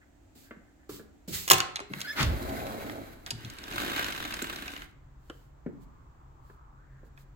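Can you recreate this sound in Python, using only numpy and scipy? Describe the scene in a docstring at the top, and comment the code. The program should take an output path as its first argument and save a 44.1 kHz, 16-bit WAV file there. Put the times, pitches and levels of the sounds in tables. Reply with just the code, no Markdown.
"""A living room with a sliding glass patio door, heard from a phone in the hand.
Soles scuff over a hard floor; the sprung latch snaps open and rings the aluminium frame.
The handle squeaks; the panel tears from its seal with a low boom and rumbles along the track.
The light screen door rattles aside on worn rollers. Steps lead into a quiet yard; a far car passes."""
import sys
import numpy as np
from scipy import signal
from scipy.fft import rfft, irfft
from scipy.io import wavfile
from scipy.ndimage import uniform_filter1d

SR = 44100
rng = np.random.default_rng(int(sys.argv[2]) if len(sys.argv) > 2 else 0)


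def bounce(signal):
    """Save signal as a 16-bit WAV file at the path given by the first command-line argument."""
    frames = np.transpose(np.atleast_2d(signal))
    limited = np.clip(frames, -1, 1)
    pcm = np.round(limited * 32767).astype(np.int16)
    wavfile.write(sys.argv[1], SR, pcm)


N = 324443
T = np.arange(N) / SR
HIT_T = T[:SR // 2]


def undb(db):
    """Decibels to gain."""
    return 10 ** (np.asarray(db) / 20)


def unit(x):
    """Scale to rms 1."""
    return x / np.sqrt(np.mean(x ** 2))


def peak(x, db):
    """Scale to a peak level."""
    return x * undb(db) / np.abs(x).max()


def add(track, start_s, sound):
    """Mix a sound in at a time."""
    i = int(start_s * SR)
    track[i:i + len(sound)] += sound[:N - i]


def noise():
    """White noise."""
    return rng.standard_normal(N)


def wander(per_s):
    """Random drift, spread near 1."""
    knots = rng.standard_normal(N // 20)
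    return np.interp(T * per_s, np.arange(len(knots)), knots)


def grit(per_s, spread_db):
    """Dense tiny contacts of uneven size, rms 1."""
    contacts = (rng.random(N) < per_s / SR) * noise()
    return unit(contacts * undb(spread_db * np.minimum(rng.exponential(size=N), 4)))


def decay(t60_s):
    """Exponential fall, 60 dB in t60_s."""
    return np.exp(-np.log(1000) * HIT_T / t60_s)


def burst(t60_s):
    """Brief rough contact."""
    return rng.standard_normal(len(HIT_T)) * decay(t60_s)


def swell(full_s, rise_s, hold_s, fall_db_per_s):
    """Envelope: ramp up to full_s, hold, die away."""
    rise = np.clip(1 + (T - full_s) / rise_s, 0, 1)
    return rise * undb(-fall_db_per_s * np.maximum(T - full_s - hold_s, 0))


def band(x, lo_hz, hi_hz, order=2):
    """Causal band-pass."""
    sos = signal.butter(order, [lo_hz, min(hi_hz, .49 * SR)], "band", fs=SR, output="sos")
    return signal.sosfilt(sos, x + 1e-18)


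def convolve(x, response):
    """Apply a response scaled to unit energy."""
    return signal.oaconvolve(x, response / np.linalg.norm(response))[:N]


def colour(x, points, size=4096):
    """Minimum-phase filter through (f/Hz, level/dB) points."""
    hz, db = np.transpose(points)
    bins_hz = np.maximum(np.fft.rfftfreq(size, 1 / SR), 1)
    gain = undb(np.interp(np.log(bins_hz), np.log(hz), db))
    cepstrum = irfft(np.log(gain))
    cepstrum[1:size // 2] *= 2
    cepstrum[size // 2 + 1:] = 0
    return convolve(x, irfft(np.exp(rfft(cepstrum))))


def ringing(x, modes):
    """A struck part rings in its modes."""
    return convolve(x, sum(undb(db) * decay(t60) * np.sin(2 * np.pi * hz * HIT_T)
                           for hz, db, t60 in modes))


def rattling(x, resonances, flicker_db=5):
    """A loose hollow frame favours now one resonance, now another."""
    return x + sum(undb(db + flicker_db * wander(28)) * band(x, hz - width / 2, hz + width / 2, order=1)
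                   for hz, width, db in resonances)


# living room reverberation: f/Hz, t60/s
ROOM_DECAY = [(100, 1), (500, 0.55), (2000, .55), (6000, 0.33), (14000, 0.18)]

def place(x, lag_ms, near_db, room_db):
    """Direct sound, lagged on the left; glass and jamb reflections shifting with the hand; room tail."""
    edges_hz = np.geomspace(40, 20000, 10)
    hz, t60 = np.transpose(ROOM_DECAY)
    ports = np.array([np.roll(x, round(lag_ms * SR / 1000)), x])
    for port in ports:
        tail = sum(band(burst(np.interp(np.log(lo * hi) / 2, np.log(hz), t60)), lo, hi)
                   for lo, hi in zip(edges_hz, edges_hz[1:]))
        port += undb(room_db) * convolve(x, tail * np.minimum(HIT_T / .012, 1))
        for k in range(3):
            reflection = (burst(.035) * (HIT_T > .0006))[:2048]
            sway = np.sqrt(2 / 3) * np.cos(2 * np.pi * (1.3 * T + k / 6))
            port += undb(near_db) * sway * convolve(x, reflection)
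    return ports / np.sqrt(1 + undb(2 * near_db) + undb(2 * room_db))


def spread(draw, lag_ms, apart_db, room_db):
    """Extended source: one part shared by both microphone ports, one of its own for each."""
    shared = place(draw(), lag_ms, -20, room_db)
    apart = undb(apart_db) * np.array([draw(), draw()])
    return (shared + apart) / np.sqrt(1 + undb(2 * apart_db))


# still air, indoors and out: f/Hz, level/dB
HOUSE_SPECTRUM = [(25, -9.5), (58, 4), (100, -5), (190, -15), (285, -3), (450, -19), (700, -13.5),
                  (1100, -25), (1700, -24.5), (2800, -31.5), (5500, -37), (7400, -31), (10000, -47.5),
                  (15000, -43)]
YARD_SPECTRUM = [(25, -8), (45, 1), (90, -11), (130, -10.5), (190, -23.5), (300, -20.5), (500, -29.5),
                 (1100, -27.5), (1700, -35), (2800, -45), (5500, -52), (7400, -47), (10000, -66.5),
                 (15000, -56)]

def air(house_db=-59.5, yard_db=-53.5):
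    """House quiet gives way to the yard: low town rumble, far air conditioner."""
    outside = np.clip((T - 2.3) / 2.45, 0, 1)
    long_waves = band(noise(), 15, 260, order=1)  # alike at both ports
    ports = []
    for _ in range(2):
        field = (long_waves + band(noise(), 260, 21000, order=1)) * undb(.7 * wander(6))
        house = unit(colour(field, HOUSE_SPECTRUM)) * undb(house_db)
        yard = unit(colour(field, YARD_SPECTRUM)) * undb(yard_db)
        ports.append(house * np.sqrt(1 - outside) + yard * np.sqrt(outside))
    conditioner = undb(-62) * unit(band(noise(), 130.9, 138))
    return np.array(ports) + conditioner * outside


# rubbing on the way to the door: t/s, length/s, level/dB
FAINT_RUBS = [(0, 0.055, -61), (.4, .14, -66), (.6, 0.15, -74), (.77, .11, -69)]

def rubs(hz=1740):
    """Faint friction with a narrow, papery note."""
    envelope = np.zeros(N)
    for s, length, db in FAINT_RUBS:
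        add(envelope, s, undb(db) * np.hanning(int(length * SR)))
    friction = unit(band(grit(3000, 1.5), hz / 1.17, hz * 1.12))
    return place(friction * envelope, lag_ms=.17, near_db=-6, room_db=-9)


# t/s, level/dB, slap re thud/dB, thud f/Hz, slap f/Hz, room send/dB
FOOTFALLS = [(.357, -53.5, -14, 275, 1400, 2), (.509, -39.5, 3, 400, 1630, -9),
             (.565, -45, -16, 290, 1500, -11), (.893, -32, -9, 325, 1100, -6.5),
             (.995, -38.5, -5.5, 323, 1500, -8), (1.279, -35.5, -22, 310, 1400, -1.5),
             (4.42, -29.5, -16, 350, 1400, -15), (5.297, -34.5, -4, 440, 1400, -17),
             (5.662, -25, -21, 305, 1750, -11), (6.498, -47, -1, 350, 1400, -21),
             (7.03, -47.5, -21, 402, 1398, -8)]

def feet():
    """Soft thud, ringing hollow underfoot, slap of the sole; room and patio roof answer."""
    close, echoing = np.zeros((2, N))
    for s, db, slap_db, hz, slap_hz, room_db in FOOTFALLS:
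        thud = peak(band(burst(.06), hz / 1.9, hz * 1.35, order=3), db)
        hollow = peak(band(burst(.24), hz / 1.12, hz * 1.3), db - 12)
        slap = peak(band(burst(.069), slap_hz / 1.25, slap_hz * 1.22), db + slap_db)
        add(close, s, thud + hollow + slap)
        add(echoing, s, (thud + slap) * undb(room_db))
    return place(close, .1, -7.5, -22) + undb(1) * place(echoing, .33, 0, 12)


# slipper drags: t/s, rise/s, hold/s, level/dB, sag/(dB/s)
SOLE_DRAGS = [(0.359, .012, 0.1, -62, 13), (0.897, .008, .072, -51.5, 21), (1.284, .009, .04, -45.5, 110),
              (1.346, 0.026, .14, -35.5, 115)]
# t/s, length/s, level/dB
CLOTH_BRUSHES = [(5.14, 0.42, -73), (5.794, 0.07, -71), (6.381, 0.23, -76), (7.022, 0.086, -77.5),
                 (7.15, 0.11, -69)]
# sole and cloth friction: f/Hz, level/dB
SCUFF_SPECTRUM = [(250, -22), (800, -10), (1400, -5), (2300, -2), (4500, 1.5), (6000, -3.5), (7500, 2),
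                  (9500, -10), (12000, -2), (15000, -4.5)]

def scuffs(lift_db_per_s=260):
    """Soles drag, slow and lift; cloth brushes faintly."""
    envelope = sum(undb(db - sag * np.maximum(T - s, 0)) * swell(s, rise, hold, lift_db_per_s)
                   for s, rise, hold, db, sag in SOLE_DRAGS)
    for s, length, db in CLOTH_BRUSHES:
        add(envelope, s, undb(db) * np.hanning(int(length * SR)))
    return undb(2.5) * spread(lambda: colour(grit(15000, .98), SCUFF_SPECTRUM) * envelope, .45, 4.8, -6.5)


def flex(modes, push_hz, db, width_octaves=.55, attack_s=.011):
    """A soft push swings the modes near its own pitch, with a little rattle."""
    out = 0
    for hz, mode_db, t60 in modes:
        rattle = undb(-7) * unit(band(rng.standard_normal(len(HIT_T)), hz / 1.7, hz * 1.7))
        swing = np.sin(2 * np.pi * hz * HIT_T) + rattle
        coupling = np.exp(-(np.log2(hz / push_hz) / width_octaves) ** 2)
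        out += undb(mode_db) * coupling * swing * decay(t60)
    return peak(out * np.minimum(HIT_T / attack_s, 1), db)


# glass panel flexure: f/Hz, level/dB, t60/s
PANEL_MODES = [(55, 0, 0.65), (75, -4, 0.48), (98.6, 0, 0.32), (140, 0, 0.26), (197.7, -1, .25)]
# a footstep, then the glass panel: t/s, level/dB, favoured f/Hz (softer is lower)
LOW_BUMPS = [(.9, -43.5, 140), (1.315, -38.5, 105), (1.52, -28.5, 106), (1.899, -34, 181),
             (1.956, -37.5, 183.4), (2.2, -22.5, 150), (2.235, -19, 74.3), (2.45, -36, 55)]
# t/s, level/dB
SCREEN_JOLTS = [(3.322, -34.5), (3.44, -36)]

def bumps(screen_hz=116, screen_t60_s=.31):
    """Low thump of a footstep, then booms of the flexing glass panel and screen."""
    out = np.zeros(N)
    for s, db, hz in LOW_BUMPS:
        add(out, s, flex(PANEL_MODES, hz, db))
    for s, db in SCREEN_JOLTS:
        add(out, s, flex([(screen_hz, 0, screen_t60_s)], screen_hz, db))
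    return place(out, .3, -18, -19)


# lever, hook and bounces: t/s, level/dB, t60/s, boom re blow/dB
LATCH_BLOWS = [(1.478, -22, .03, -2), (1.4876, -22, .012, 0), (1.5008, -3.5, .011, -30),
               (1.5072, -11, .012, -10), (1.5105, -4, .016, 8), (1.5154, -2, .016, -7),
               (1.5325, -11, .026, 4), (1.541, -22, .02, 13), (1.5817, -23, .02, -2)]
# f/Hz, level/dB
LATCH_SPECTRUM = [(60, -35), (150, -20), (400, -16), (900, -16), (1600, -9), (2200, -3.5), (2900, -2.5),
                  (4000, -7.5), (6800, -5), (8500, -11.5), (12000, -18), (15000, -11)]
# hook lands, lever drops back: t/s, level/dB
FRAME_SHAKES = [(1.516, -3), (1.802, -24)]
# aluminium frame with pane, hollow upright, boom of a heavy blow: f/Hz, level/dB, t60/s
FRAME_MODES = [(145, -9, 0.38), (307, -15, 0.4), (409, -2, 0.22), (624, -14, 0.5), (743, -3, 0.45),
               (834, -12, 0.18), (942, -11, 0.18), (1798, -15, 0.37), (1997, -22, 0.71), (2159, -14, 0.39),
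               (2708, -17, 0.51), (2832, -17, 0.5), (3063, -8, 0.23), (4183, -22, 0.4), (4538, -19, 0.34),
               (5448, -17, 0.32), (6422, -23, 0.34), (6476, -18, 0.3), (7095, -18, 0.29), (7402, -18, 0.28),
               (7639, -12, 0.19), (7978, -20, 0.23)]
STILE_MODES = [(1094, -2, .09), (1205, -3, .11), (1313, -4, 0.13), (2528, -3, 0.2), (2750, -3, .18),
               (2920, -3, .16), (6626, -4, .13), (7500, -5, .13)]
BOOM_MODES = [(370, -13, .09), (560, -16, .06), (790, -8, .045), (1072, 1, .035), (1280, -5, .035)]

def latch():
    """The sprung hook snaps over in bright metal blows that boom in the upright and shake the frame."""
    blows, kicks, shakes = np.zeros((3, N))
    for s, db, t60, boom_db in LATCH_BLOWS:
        add(blows, s, peak(burst(t60), db))
        add(kicks, s, undb([db + boom_db]))
    for s, db in FRAME_SHAKES:
        add(shakes, s, undb([db]))
    frame = undb(-1.5) * ringing(band(shakes, 110, 7500, order=1), FRAME_MODES)
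    stile = undb(-3) * ringing(shakes, STILE_MODES)
    boom = undb(3.5) * band(ringing(kicks, BOOM_MODES), 330, 2200)
    snap = place(colour(blows, LATCH_SPECTRUM), .29, -5, -11.5)
    return undb(6.5) * (snap + place(frame + stile + boom, .2, -9, -11))


# handle, tearing seal, footsteps: t/s, level/dB, f/Hz
SHORT_CLICKS = [(1.603, -10, 2880), (1.758, -17, 3700), (1.768, -28, 2500), (1.792, -27, 1200),
                (1.802, -34.5, 4300), (1.803, -31.5, 900), (1.807, -38, 370), (1.936, -25.5, 1830),
                (2.005, -27.5, 4830), (2.015, -23.5, 4000), (2.207, -23, 3830), (2.229, -21, 5000),
                (3.263, -29, 3870), (3.3056, -20.5, 4700), (3.3088, -22, 4700), (3.313, -33.5, 890),
                (5.299, -38, 2900), (7.176, -45, 1750)]
# rollers on dents and grit: t/s, level/dB, f/Hz
TRACK_DENTS = [(2.495, -37, 3500), (2.602, -40, 2400), (2.667, -33, 2200), (2.8, -37, 2000),
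               (2.868, -38, 1800), (2.897, -29, 1300), (3.448, -32, 3700), (3.5, -32.5, 4500),
               (3.586, -33.5, 3800), (3.639, -30.5, 3300), (3.724, -27, 2600), (3.812, -29, 2900),
               (3.976, -26, 2000), (3.987, -27.5, 2700), (4.044, -26, 3600), (4.123, -28, 3020),
               (4.162, -30, 2600), (4.24, -30.5, 3400), (4.324, -28, 2600), (4.341, -27, 5000),
               (4.4234, -23.5, 7500), (4.56, -30.5, 4000), (4.68, -27, 2380), (4.718, -36, 5500),
               (4.764, -30.5, 2000), (4.82, -30, 2120)]

def clicks():
    """Short clicks and ticks from the handle, tearing seal, rollers and footsteps; each rings briefly."""
    out = np.zeros(N)
    for s, db, hz in SHORT_CLICKS + TRACK_DENTS:
        tick = peak(band(burst(.01), hz / 2.82, hz * 1.58), db)
        ring = peak(band(burst(.029), hz / 1.093, hz * 1.123), db - 9)
        add(out, s, tick + ring)
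    return undb(2.5) * place(out + undb(-18.5) * ringing(out, FRAME_MODES), .3, -7, -13)


def sand(pace):
    """Grains crack under the rollers, louder with speed."""
    return undb(-50.5) * pace ** .97 * band(grit(per_s=230, spread_db=2.5), 1200, 11000, order=1)


# panel pulled open, then coasting: t/s, share of full speed
GLASS_PACE = [(2.15, 0), (2.23, 1), (2.35, 0.73), (2.47, 0.99), (2.66, 0.96), (2.89, 0.67), (3.05, 0.31),
              (3.22, 0.07), (3.3, 0.14)]
# wheels, brush strip: f/Hz, level/dB
WHEEL_SPECTRUM = [(15, -46), (35, -14.5), (60, -3), (105, 2), (160, -2.5), (280, 4.5), (400, -0.5),
                  (520, -1), (650, 2.5), (800, -4.5), (1100, -9.5), (2000, -27), (5000, -93)]
STRIP_SPECTRUM = [(500, -30), (1000, -10), (1500, -3), (2200, -5.5), (3000, -12.5), (4200, -11.5),
                  (5500, -17.5), (7500, -16.5), (10000, -21), (12000, -13.5), (15000, -19)]
# bottom rail: f/Hz, width/Hz, level/dB
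RAIL_RESONANCES = [(1316, 57, -6), (1500, 89, -4.5), (2120, 110, -2.5), (3270, 57, -3), (3960, 150, -1.5)]

def glass_door():
    """The pull strains the brush strip; then wheels rumble and the strip hisses with speed."""
    pace = np.interp(T, *np.transpose(GLASS_PACE), left=0, right=0)
    strain = swell(1.957, rise_s=.074, hold_s=.215, fall_db_per_s=452)
    wheels = unit(colour(grit(3000, 1.9), WHEEL_SPECTRUM) * undb(.85 * wander(25.12)))
    rumble = wheels * (undb(-37) * pace + undb(-54) * strain)
    drag = (undb(-46.5) * pace ** .86 + undb(-48.5) * strain) * undb(2 * wander(60))

    def strip():
        return rattling(colour(grit(7000, 1.6), STRIP_SPECTRUM), RAIL_RESONANCES) * drag

    return spread(strip, .42, 1, -2.5) + place(rumble + undb(-9.5) * sand(pace), .39, -7.5, -11)


# t/s, rise/s, hold/s, f/Hz, glide/(Hz/s), level/dB
HANDLE_SQUEAKS = [(2.052, .007, 0.013, 1510, -4000, -40), (2.108, 0.039, .007, 1720, 5000, -33),
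                  (2.125, .007, .012, 2150, 6000, -47)]

def squeaks():
    """The pulled handle sticks and slips: short wavering glides, strong odd partials."""
    out = np.zeros(N)
    for s, rise, hold, hz, glide, db in HANDLE_SQUEAKS:
        pitch_hz = (hz + glide * np.clip(T - s, -hold, 2 * hold)) * (1 + .018 * wander(500))
        phase = 2 * np.pi * np.cumsum(pitch_hz) / SR
        tone = sum(undb(partial_db) * np.sin(k * phase) for k, partial_db in enumerate([0, -13, -9], 1))
        out += undb(db) * unit(tone) * np.sqrt(swell(s, rise, hold, 3600))
    return place(out, -.54, -14, -14)


# seal crunching, seal tearing: f/Hz, level/dB
CRUNCH_SPECTRUM = [(400, -23), (900, -3), (1300, -1), (2200, -1.5), (2800, -12), (6000, -32)]
TEAR_SPECTRUM = [(120, -11), (300, 0.5), (600, -11.5), (1000, -3), (1600, -5), (2300, -6), (4000, -7.5),
                 (6500, -17.5), (10000, -29), (15000, -26)]

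def seal():
    """The weather seal crunches against the frame and crackles loose."""
    peel = undb(-31) * swell(2.195, rise_s=.042, hold_s=.0092, fall_db_per_s=400)
    release = undb(-28.5) * swell(2.2, rise_s=.044, hold_s=.035, fall_db_per_s=452)

    def crunch():
        return rattling(colour(grit(1500, 2.3) * peel, CRUNCH_SPECTRUM), RAIL_RESONANCES)

    def tear():
        return colour(grit(4500, 2.9), TEAR_SPECTRUM) * release

    return spread(tear, .1, .56, -7) + spread(crunch, .1, -3, -10)


# screen nudged, shoved, let run out: t/s, speed/(turns/s)
ROLLER_SPEED = [(3.34, 3.2), (3.43, 16), (3.58, 15.3), (3.68, 25.8), (3.8, 55), (3.99, 62), (4.15, 41.6),
                (4.5, 33.4), (4.7, 27), (4.83, 17.2), (4.87, 4), (4.94, 0.49)]
# screen binds in its track: t/s, width/s, boost/dB
SCREEN_BINDS = [(3.812, 0.031, 3.5), (3.9, .018, 1.5), (3.995, 0.04, 3)]
# track scrape, frame shudder: f/Hz, level/dB
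SCRAPE_SPECTRUM = [(400, -7.5), (800, -4.5), (1100, -0.5), (1600, 2), (2200, -4.5), (3000, -4), (4000, -7),
                   (5400, -18), (7500, -15.5), (10000, -23), (12000, -17), (15000, -22)]
SHUDDER_SPECTRUM = [(40, -42), (90, -5), (140, -13), (200, -4.5), (290, -1), (380, -5.5), (500, -12),
                    (700, -10), (1300, -40), (3000, -88)]
# thin frame: f/Hz, width/Hz, level/dB
SCREEN_RESONANCES = [(296, 23, -5), (359, 25, -9.5), (1556, 51, -2.5), (2160, 77, -3), (2500, 56, -6),
                     (2920, 90, -5), (3730, 200, -4), (5580, 220, -2)]

def screen_door(full_turns_per_s=60, knock_s=.0042, scatter_db=2.5):
    """A worn roller knocks once a turn, shaking the light frame in a puff of tiny contacts."""
    speed = np.maximum(np.interp(T, *np.transpose(ROLLER_SPEED), left=0, right=0), 1e-6)
    pace = speed / full_turns_per_s
    turns = np.cumsum(speed * (1 + .16 * wander(40))) / SR
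    force = undb(scatter_db * rng.standard_normal(N // 100))[turns.astype(int)]
    force *= np.clip(speed / 32, 0, 1) ** 3  # quiet at a crawl
    force *= np.minimum(38 / speed, 1)  # fast rollers skim
    age_s = turns % 1 / speed
    shake = .6 + 2.1 * force * np.exp(-age_s / knock_s) * np.minimum(age_s / .001, 1)
    bind_db = sum(db * np.exp(-((T - s) / width) ** 2) for s, width, db in SCREEN_BINDS)
    hand_grip = undb(-38.5) * swell(3.266, rise_s=.0038, hold_s=0, fall_db_per_s=331)
    drag = undb(-37 + bind_db) * pace ** .97 + hand_grip

    def frame(contacts, spectrum):
        return rattling(colour(contacts * shake, spectrum), SCREEN_RESONANCES)

    scrape = undb(1.1) * spread(lambda: frame(grit(7000, 1.4), SCRAPE_SPECTRUM) * drag, .44, 0, -11)
    turns_per_s2 = uniform_filter1d(np.gradient(speed, T), size=SR // 8)
    push_db = 3 * np.tanh(turns_per_s2 / 50)
    shudder = frame(grit(3000, 2), SHUDDER_SPECTRUM) * undb(-42.5 + push_db) * pace ** 1.05
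    return scrape + place(shudder + sand(pace), .34, -11, -10.5)


# tyre noise: t/s, f/Hz, level/dB
CAR_PASS = [(5.4, 750, -76), (5.72, 850, -66), (5.9, 1000, -64), (6.15, 1041, -67), (6.45, 1120, -63),
            (6.74, 1050, -65), (6.9, 1650, -68), (7.08, 1550, -72), (7.35, 1500, -76)]

def car(waver=.06):
    """Far tyres off to one side swell, waver, brighten and fade."""
    s, hz, db = np.transpose(CAR_PASS)
    centre_hz = np.interp(T, s, hz) * (1 + waver * wander(10))
    carrier = np.cos(2 * np.pi * np.cumsum(centre_hz) / SR)
    envelope = undb(np.interp(T, s, db, left=-120) + 1.5 * wander(9))
    return spread(lambda: unit(band(noise(), 5.7, 220) * carrier) * envelope,
                  lag_ms=.5, apart_db=-.5, room_db=-15)


def scene():
    """All sources at the two microphone ports."""
    walker = feet() + scuffs() + rubs()
    doors = latch() + clicks() + bumps() + squeaks() + seal() + glass_door() + screen_door()
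    return walker + doors + car() + air()


def record(dry):
    """The right port is brighter and rings at the very top; the phone clips and cuts the treble."""
    left = dry[0] - .13 * band(dry[0], 9000, 17000, order=1)
    right = dry[1] + .68 * band(dry[1], 9000, 19000, order=1) + .5 * band(dry[1], 14400, 15600, order=1)
    lowpass = signal.ellip(8, .2, 70, 16100, fs=SR, output="sos")
    return signal.sosfilt(lowpass, np.clip([left, right], -1, 1))


dry = scene()
out = record(dry)
bounce(out)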